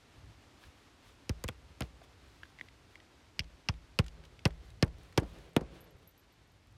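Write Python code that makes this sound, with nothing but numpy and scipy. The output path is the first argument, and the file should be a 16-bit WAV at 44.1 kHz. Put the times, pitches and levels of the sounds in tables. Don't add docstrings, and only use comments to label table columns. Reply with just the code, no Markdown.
import sys
import numpy as np
from scipy import signal
from scipy.fft import rfft, irfft
from scipy.io import wavfile
from scipy.ndimage import uniform_filter1d, minimum_filter1d

SR = 44100
rng = np.random.default_rng(int(sys.argv[2]) if len(sys.argv) > 2 else 0)


def pcm_store(signal):
    levels = np.round(np.clip(np.atleast_2d(signal), -1, 1) * 32767)
    wavfile.write(sys.argv[1], SR, levels.astype(np.int16).T)


def makeup_ratio(level_db):
    decades = np.asarray(level_db, float) / 20
    return 10 ** decades


N = 298549

UNEVEN_DB = 1.5


def coloured(spectrum):
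    hz, db = np.transpose(spectrum)
    bins_hz = np.fft.rfftfreq(N, 1 / SR) + 1
    bins_db = np.interp(np.log(bins_hz), np.log(hz), db, left=-90, right=-90)
    x = irfft(rfft(rng.standard_normal(N)) * makeup_ratio(bins_db), N)
    return x / np.std(x)


def drift(rate):
    knots = rng.standard_normal(400)
    return np.interp(np.arange(N) / SR * rate, np.arange(400), knots)


def swells(rows):
    t = np.arange(N) / SR
    return sum(makeup_ratio(db) * np.exp(-((t - s) / half) ** 2) for s, half, db in rows)


def add(out, s, sound):
    i = round(s * SR)
    out[i:i + len(sound)] += sound[:N - i]


def fade(t, t60):
    return makeup_ratio(-60 * t / t60)


def struck(modes, t, slower, spread_db):
    luck = rng.standard_normal((len(modes), 2))
    ring = 0
    for (hz, db, t60), (strength, detune) in zip(modes, luck):
        tone = np.sin(2 * np.pi * hz * (1 + detune / 200) * t)
        ring = ring + makeup_ratio(db + spread_db * strength) * tone * fade(t, t60 * slower)
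    return ring


def band(x, low_hz, high_hz):
    return signal.sosfilt(signal.butter(2, [low_hz, min(high_hz, .45 * SR)], "band", fs=SR, output="sos"), x)


def steel():
    # t/s, peak level/dB, overtone share/dB, grit share/dB, decay factor
    blow_rows = [(1.2937, -32.5, 10, 1, 0.58), (1.439, -39, -3, 9, 0.78), (1.4869, -22.5, -26, -9.5, 0.61),
                 (1.8064, -25.5, 2.5, -5, 0.3), (1.821, -27.5, 0, -20, 0.32), (3.3929, -20.5, 1, -15, 1),
                 (3.4043, -32.5, -1, -30, 0.51), (3.687, -18.5, 3.5, -16, 0.86),
                 (3.9889, -15.5, -2, -6, 0.91), (4.4534, -18, 0.5, -9, 1), (4.8255, -26, 9.5, -2, 0.75),
                 (5.1761, -21, 1.5, -1.5, 0.97), (5.5641, -17.5, -25, -8.5, 0.74),
                 (1.4803, -39, -5, -1, 0.95)]
    # f/Hz, level/dB, t60/s
    nail_modes = [(2147, -2, 0.011), (2540, 2.5, 0.0057), (2877, 12.5, 0.0084), (3440, -6, 0.033)]
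    high_modes = [(4610, -11.5, 0.014), (4805, 2.5, 0.0067), (5200, -1, 0.0073)]
    pitch = 0.95
    out, t = np.zeros(N), np.arange(4000) / SR
    contact = 1 - np.exp(-(t / 0.00032) ** 2)
    for s, db, high_db, grit_db, slower in blow_rows:
        slower = max(slower, .2)
        noise = rng.standard_normal((3, len(t)))
        quick_chatter = fade(t, 0.014 * slower)
        slow_chatter = makeup_ratio(-12.5) * fade(t, 0.034 * slower) + makeup_ratio(-44) * fade(t, 0.24)
        chatter = makeup_ratio(5.5) * (quick_chatter + slow_chatter)
        low_rasp = band(band(noise[0], 1800 * pitch, 3700 * pitch), 1800 * pitch, 3700 * pitch)
        high_rasp = makeup_ratio(-3.5) * band(band(noise[1], 4230, 6070), 4230, 6070)
        nail = makeup_ratio(-8.5) * struck(nail_modes, pitch * t, slower, UNEVEN_DB) + chatter * low_rasp
        high = makeup_ratio(-4) * struck(high_modes, t, slower, UNEVEN_DB) + chatter * high_rasp
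        hiss = band(noise[2], 3700, 13400)
        grit = hiss * makeup_ratio(1.5) * fade(t, 0.0081)
        grit = grit + band(hiss, 3300, 10900) * makeup_ratio(-8.5) * fade(t, 0.031 * slower)
        add(out, s, makeup_ratio(db) * contact * (nail + makeup_ratio(high_db) * high + makeup_ratio(grit_db) * grit))
    return out


def flashing():
    # t/s, peak level/dB, high ring f/Hz, high share/dB
    slap_rows = [(1.295, -34, 1510, -7), (1.44, -29, 1030, -12.5), (1.487, -27.5, 1410, -13),
                 (1.807, -34.5, 817, -0.5), (1.82, -37, 1000, -8), (3.391, -68, 1560, -10),
                 (3.687, -38, 890, 6.5), (3.989, -17, 1436, -7.5), (4.456, -17.5, 1010, -10),
                 (4.825, -18.5, 1143, -7), (5.175, -21.5, 897, -1), (5.564, -24.5, 1430, -5.5)]
    sheet_hz, t60 = 498, 0.033
    out, t = np.zeros(N), np.arange(4000) / SR
    contact = 1 - np.exp(-(t / 0.0018) ** 2)
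    for s, db, high_hz, high_db in slap_rows:
        rings = struck([(sheet_hz, -3, t60), (high_hz, high_db - 0.5, t60)], t, 0.91, UNEVEN_DB)
        scrunch = makeup_ratio(high_db + 14.5) * band(rng.standard_normal(len(t)), 580, 2180) * fade(t, 1.15 * t60)
        add(out, s, makeup_ratio(db) * (rings + scrunch) * contact)
    return out


def deck():
    # t/s, level/dB, arrival of the slow crest/ms, give of the contact (0-1), late echo level/dB
    wave_rows = [(1.294, -29, 16, 0.44, -83), (1.4406, -37.5, 18.7, 0.4, -88),
                 (1.487, -40, 12.7, 0.36, -90), (1.8065, -35.5, 15.8, 0.07, -74.5),
                 (1.821, -40.5, 17, 0.1, -77), (3.3929, -36, 18.9, 0.74, -84),
                 (3.6875, -25.5, 16.5, 1.03, -92), (3.99, -20, 15.8, 0.55, -65),
                 (4.454, -20.5, 14.6, 0.19, -71), (4.8256, -21, 16, 0, -63.5), (5.175, -24, 16.8, 0.4, -60),
                 (5.1783, -19.5, 6.9, 0.03, -92), (5.2189, -32.5, 6.1, 0.58, -100),
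                 (5.2284, -36.5, 6.3, 0.7, -101), (2.61, -56, 8.9, 0, -100), (5.564, -14.5, 7, 0.08, -60),
                 (5.6135, -37.5, 7.9, 0, -88)]
    # f/Hz, level/dB, t60/s
    rafter_modes = [(31, -27, 0.46), (50.2, -19, 0.63), (63.6, -18.5, 0.58), (160.5, -25.5, 0.49),
                    (211, -31, 0.11)]
    # f/Hz, level/dB per Hz
    echo_colour = [(71, -43), (120, -12), (161, -4), (217, -18.5), (430, -12), (1010, -26), (3170, -30),
                   (10000, -49.5), (13000, -70), (22000, -120)]
    driving_from_s = 3.3
    (out, low, tail, echo), t = np.zeros((4, N)), (np.arange(SR) + 1) / SR
    boom = sum(makeup_ratio(db) * np.sin(2 * np.pi * hz * t) * fade(t, t60) for hz, db, t60 in rafter_modes)
    boom = boom * (1 - fade(t, 0.18))
    answer = 2 * (t / .1) ** 2 * np.exp(-t / .1)
    start = 1 - np.exp(-(t / .003) ** 2)
    for s, db, crest_ms, give, echo_db in wave_rows:
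        if s > driving_from_s:
            fade_ms, gap_hz = crest_ms * 0.95 + 2.57, 314 - 55 * (s - driving_from_s)
        else:
            fade_ms, gap_hz = crest_ms * 1.34 + 2.57, 161
        tail_db = -12 - 10.5 * give + (0.73 - 1) * (db + 23.5)
        boom_db = 1.6 + (0.84 - 1) * (db + 18.5) + 1.1 * (crest_ms - 16)
        age = 1000 * t / crest_ms
        turns = 1.22 * np.log(age) + .23 * (age - 1)
        sweep = np.cos(2 * np.pi * turns) * start * age ** give * np.exp(-(1000 * t / fade_ms) ** 2.3)
        reflected = signal.lfilter(*signal.iirpeak(gap_hz, 3.0, SR), sweep)
        sweep = sweep - np.clip(0.49 + give, 0, 1) * reflected
        add(out, s, makeup_ratio(db + 7) * sweep)
        add(low, s, makeup_ratio(db + boom_db) * boom)
        add(tail, s, makeup_ratio(db + tail_db) * start * fade(t, 0.14))
        add(echo, s, makeup_ratio(echo_db) * answer)
    scattered = band(rng.standard_normal(N), 100, 528)
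    scattered = scattered / np.std(scattered)
    waver = drift(25)
    walls = echo * coloured(echo_colour) * makeup_ratio(2.0 * waver)
    return out + low * makeup_ratio(2.5 * waver) + tail * scattered + walls


def ticks():
    # t/s, peak level/dB, f/Hz, grit share/dB
    tick_rows = [(0.637, -44, 1650, -21), (1.8314, -50, 4100, -23), (2.4326, -36, 1660, -30),
                 (2.4534, -49, 1560, -19), (2.5875, -43, 2030, -36), (2.5958, -40.5, 1960, -46),
                 (2.611, -29, 1970, -61), (2.6853, -43, 2040, -43), (2.9554, -41.5, 2130, -48),
                 (3.0013, -49, 1970, -28), (3.4344, -59, 3270, -22), (3.442, -48, 2290, -21),
                 (3.7394, -51, 2360, -26), (4.0412, -47, 2280, -8), (4.0627, -46.5, 1860, -2),
                 (4.0813, -44.5, 2880, -8), (4.2373, -44.5, 1570, -20), (4.2516, -49.5, 3030, -30),
                 (4.3914, -42, 2190, -31), (4.506, -47.5, 1840, -11), (4.703, -50.5, 3940, -31),
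                 (4.8778, -44.5, 1310, -10), (5.1253, -48, 1500, -9), (5.1974, -43.5, 1680, 0.5),
                 (5.609, -44, 1430, -6.5), (6.6714, -72, 3000, -9), (6.7094, -70, 2300, -9),
                 (6.7254, -70, 1590, -9), (2.0165, -40, 670, -33), (5.231, -34.5, 646, -22)]
    out, t = np.zeros(N), np.arange(2000) / SR
    for s, db, hz, grit_db in tick_rows:
        ring_db = -10.5 - 0.27 * grit_db
        t60 = max(0.027 + 0.0003 * grit_db, .008) * (1900 / hz) ** 0.29
        noise = rng.standard_normal((2, len(t)))
        ring = struck([(hz, ring_db, t60), (4700, -20, t60)], t, 0.95, UNEVEN_DB)
        scratch = makeup_ratio(5.0) * band(noise[0], .65 * hz, 1.9 * hz) * fade(t, 0.88 * t60)
        snap = band(noise[1], 3600, 9700) * fade(t, t60)
        add(out, s, makeup_ratio(db) * (1 - fade(t, 0.0045)) * (ring + scratch + makeup_ratio(grit_db) * snap))
    return out


def granules():
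    # t/s, peak level/dB
    granule_rows = [(4.4774, -50), (4.6568, -63), (4.8474, -51), (4.8656, -61), (4.9846, -61), (5.034, -59),
                    (5.1253, -60), (5.3867, -60), (5.429, -69), (5.4939, -64), (5.5343, -63), (5.6164, -62),
                    (6.6717, -66), (6.7096, -67), (6.7256, -65)]
    out, t = np.zeros(N), np.arange(600) / SR
    for s, db in granule_rows:
        noise = rng.standard_normal(len(t)) * fade(t, 0.005)
        add(out, s, makeup_ratio(db + 5.5) * band(noise, 3300, 12400))
    return out


def jingle():
    # t/s, peak level/dB, f/Hz
    touch_rows = [(5.7458, -76, 11900), (5.8064, -52, 11900), (5.8144, -57, 12400), (5.8406, -59, 12500),
                  (5.9065, -64, 12700), (5.966, -73, 12400), (5.985, -69, 12400), (6.0741, -49.5, 12600),
                  (6.0894, -58, 12100), (6.1094, -65, 12200), (6.1769, -57, 12600), (6.1944, -62, 12300),
                  (6.3235, -68, 12200), (6.4744, -74, 11900), (6.5181, -71, 12200)]
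    t60 = 0.049
    out, t = np.zeros(N), np.arange(6000) / SR
    for s, db, hz in touch_rows:
        snap_db = -75 + 0.4 * (db + 65) - db
        ring = struck([(hz, -3, t60), (12080, -20, .09), (0.88 * hz, -10, 0.54 * t60)], t, 1, UNEVEN_DB)
        snap = band(rng.standard_normal(len(t)), 6500, 12500) * fade(t, .008)
        add(out, s, makeup_ratio(db) * (1 - fade(t, 0.0033)) * (ring + makeup_ratio(snap_db + 14) * snap))
    return out


def rustle():
    # middle t/s, half length/s, level/dB
    stroke_rows = [(0.426, .02, -75), (0.642, 0.048, -64), (0.787, 0.046, -73), (1.082, 0.05, -65.5),
                   (1.848, 0.025, -65), (2.04, 0.012, -65), (2.377, 0.19, -72), (2.633, 0.031, -71),
                   (2.94, 0.035, -71), (4.253, 0.013, -65), (4.686, 0.069, -70), (5.046, 0.068, -68.5),
                   (5.35, 0.16, -66.5), (5.763, 0.046, -67), (6.03, .02, -72)]
    # f/Hz, level/dB per Hz
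    cloth_colour = [(500, -28), (1000, 0), (2000, -5), (3500, -2), (7000, -18), (11000, -29.5),
                    (16000, -48)]
    grains = makeup_ratio(4.2 * np.minimum(rng.exponential(1, N), 4))
    cloth = band(coloured(cloth_colour) * grains, 600, 12300)
    return swells(stroke_rows) * cloth / np.std(cloth)


def rumble():
    # middle t/s, half length/s, level/dB
    shift_rows = [
        (0.24, 0.097, -56.5),
        (0.68, 0.032, -58),
        (1.7, 0.34, -71),
        (2.5, 0.26, -74),
        (4.7, 0.77, -62),
        (5.95, 0.018, -58.5),
        (6.76, 0.16, -66.5),
    ]
    low = band(rng.standard_normal(N), 47.3, 113.6)
    level = makeup_ratio(-67) + swells(shift_rows)
    return level * makeup_ratio(2 * drift(24)) * low / np.std(low)


def town():
    # f/Hz, level/dB per Hz
    town_colour = [(24, -48), (44, -10), (60, -23), (100, -5.5), (160, -14.5), (280, -5), (450, -11.5),
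                   (1000, -14), (2500, -17.5), (4500, -21), (8000, -29.5), (12000, -37), (14800, -43),
                   (15800, -75)]
    # t/s, level/dB
    level_rows = [(0, -63), (3, -64), (5, -65.5), (5.8, -70), (6.3, -67), (6.77, -68)]
    level_s, level_db = np.transpose(level_rows)
    town_db = np.interp(np.arange(N) / SR, level_s, level_db)
    return makeup_ratio(town_db + .6 * drift(30)) * coloured(town_colour)


def scene():
    blows = steel() + flashing() + deck()
    small_sounds = ticks() + granules() + jingle()
    background = rustle() + rumble() + town()
    return (blows + small_sounds + background)[None]


def band_limit(x):
    return signal.sosfilt(signal.butter(12, 16800, fs=SR, output="sos"), x)


def record(dry):
    t = np.arange(N) / SR
    over_db = np.maximum(20 * np.log10(np.abs(dry) / .185 + 1e-9), 0)
    held_db = np.maximum.accumulate(over_db + 900 * t, axis=1) - 900 * t
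    ahead_db = -minimum_filter1d(-held_db, size=17, axis=1)
    limited = dry * makeup_ratio(-uniform_filter1d(ahead_db, size=17, axis=1))
    microphone = signal.butter(10, 16300, fs=SR, output="sos")
    mix = signal.sosfilt(microphone, limited)
    return band_limit(mix)


dry = scene()
out = record(dry)
pcm_store(out)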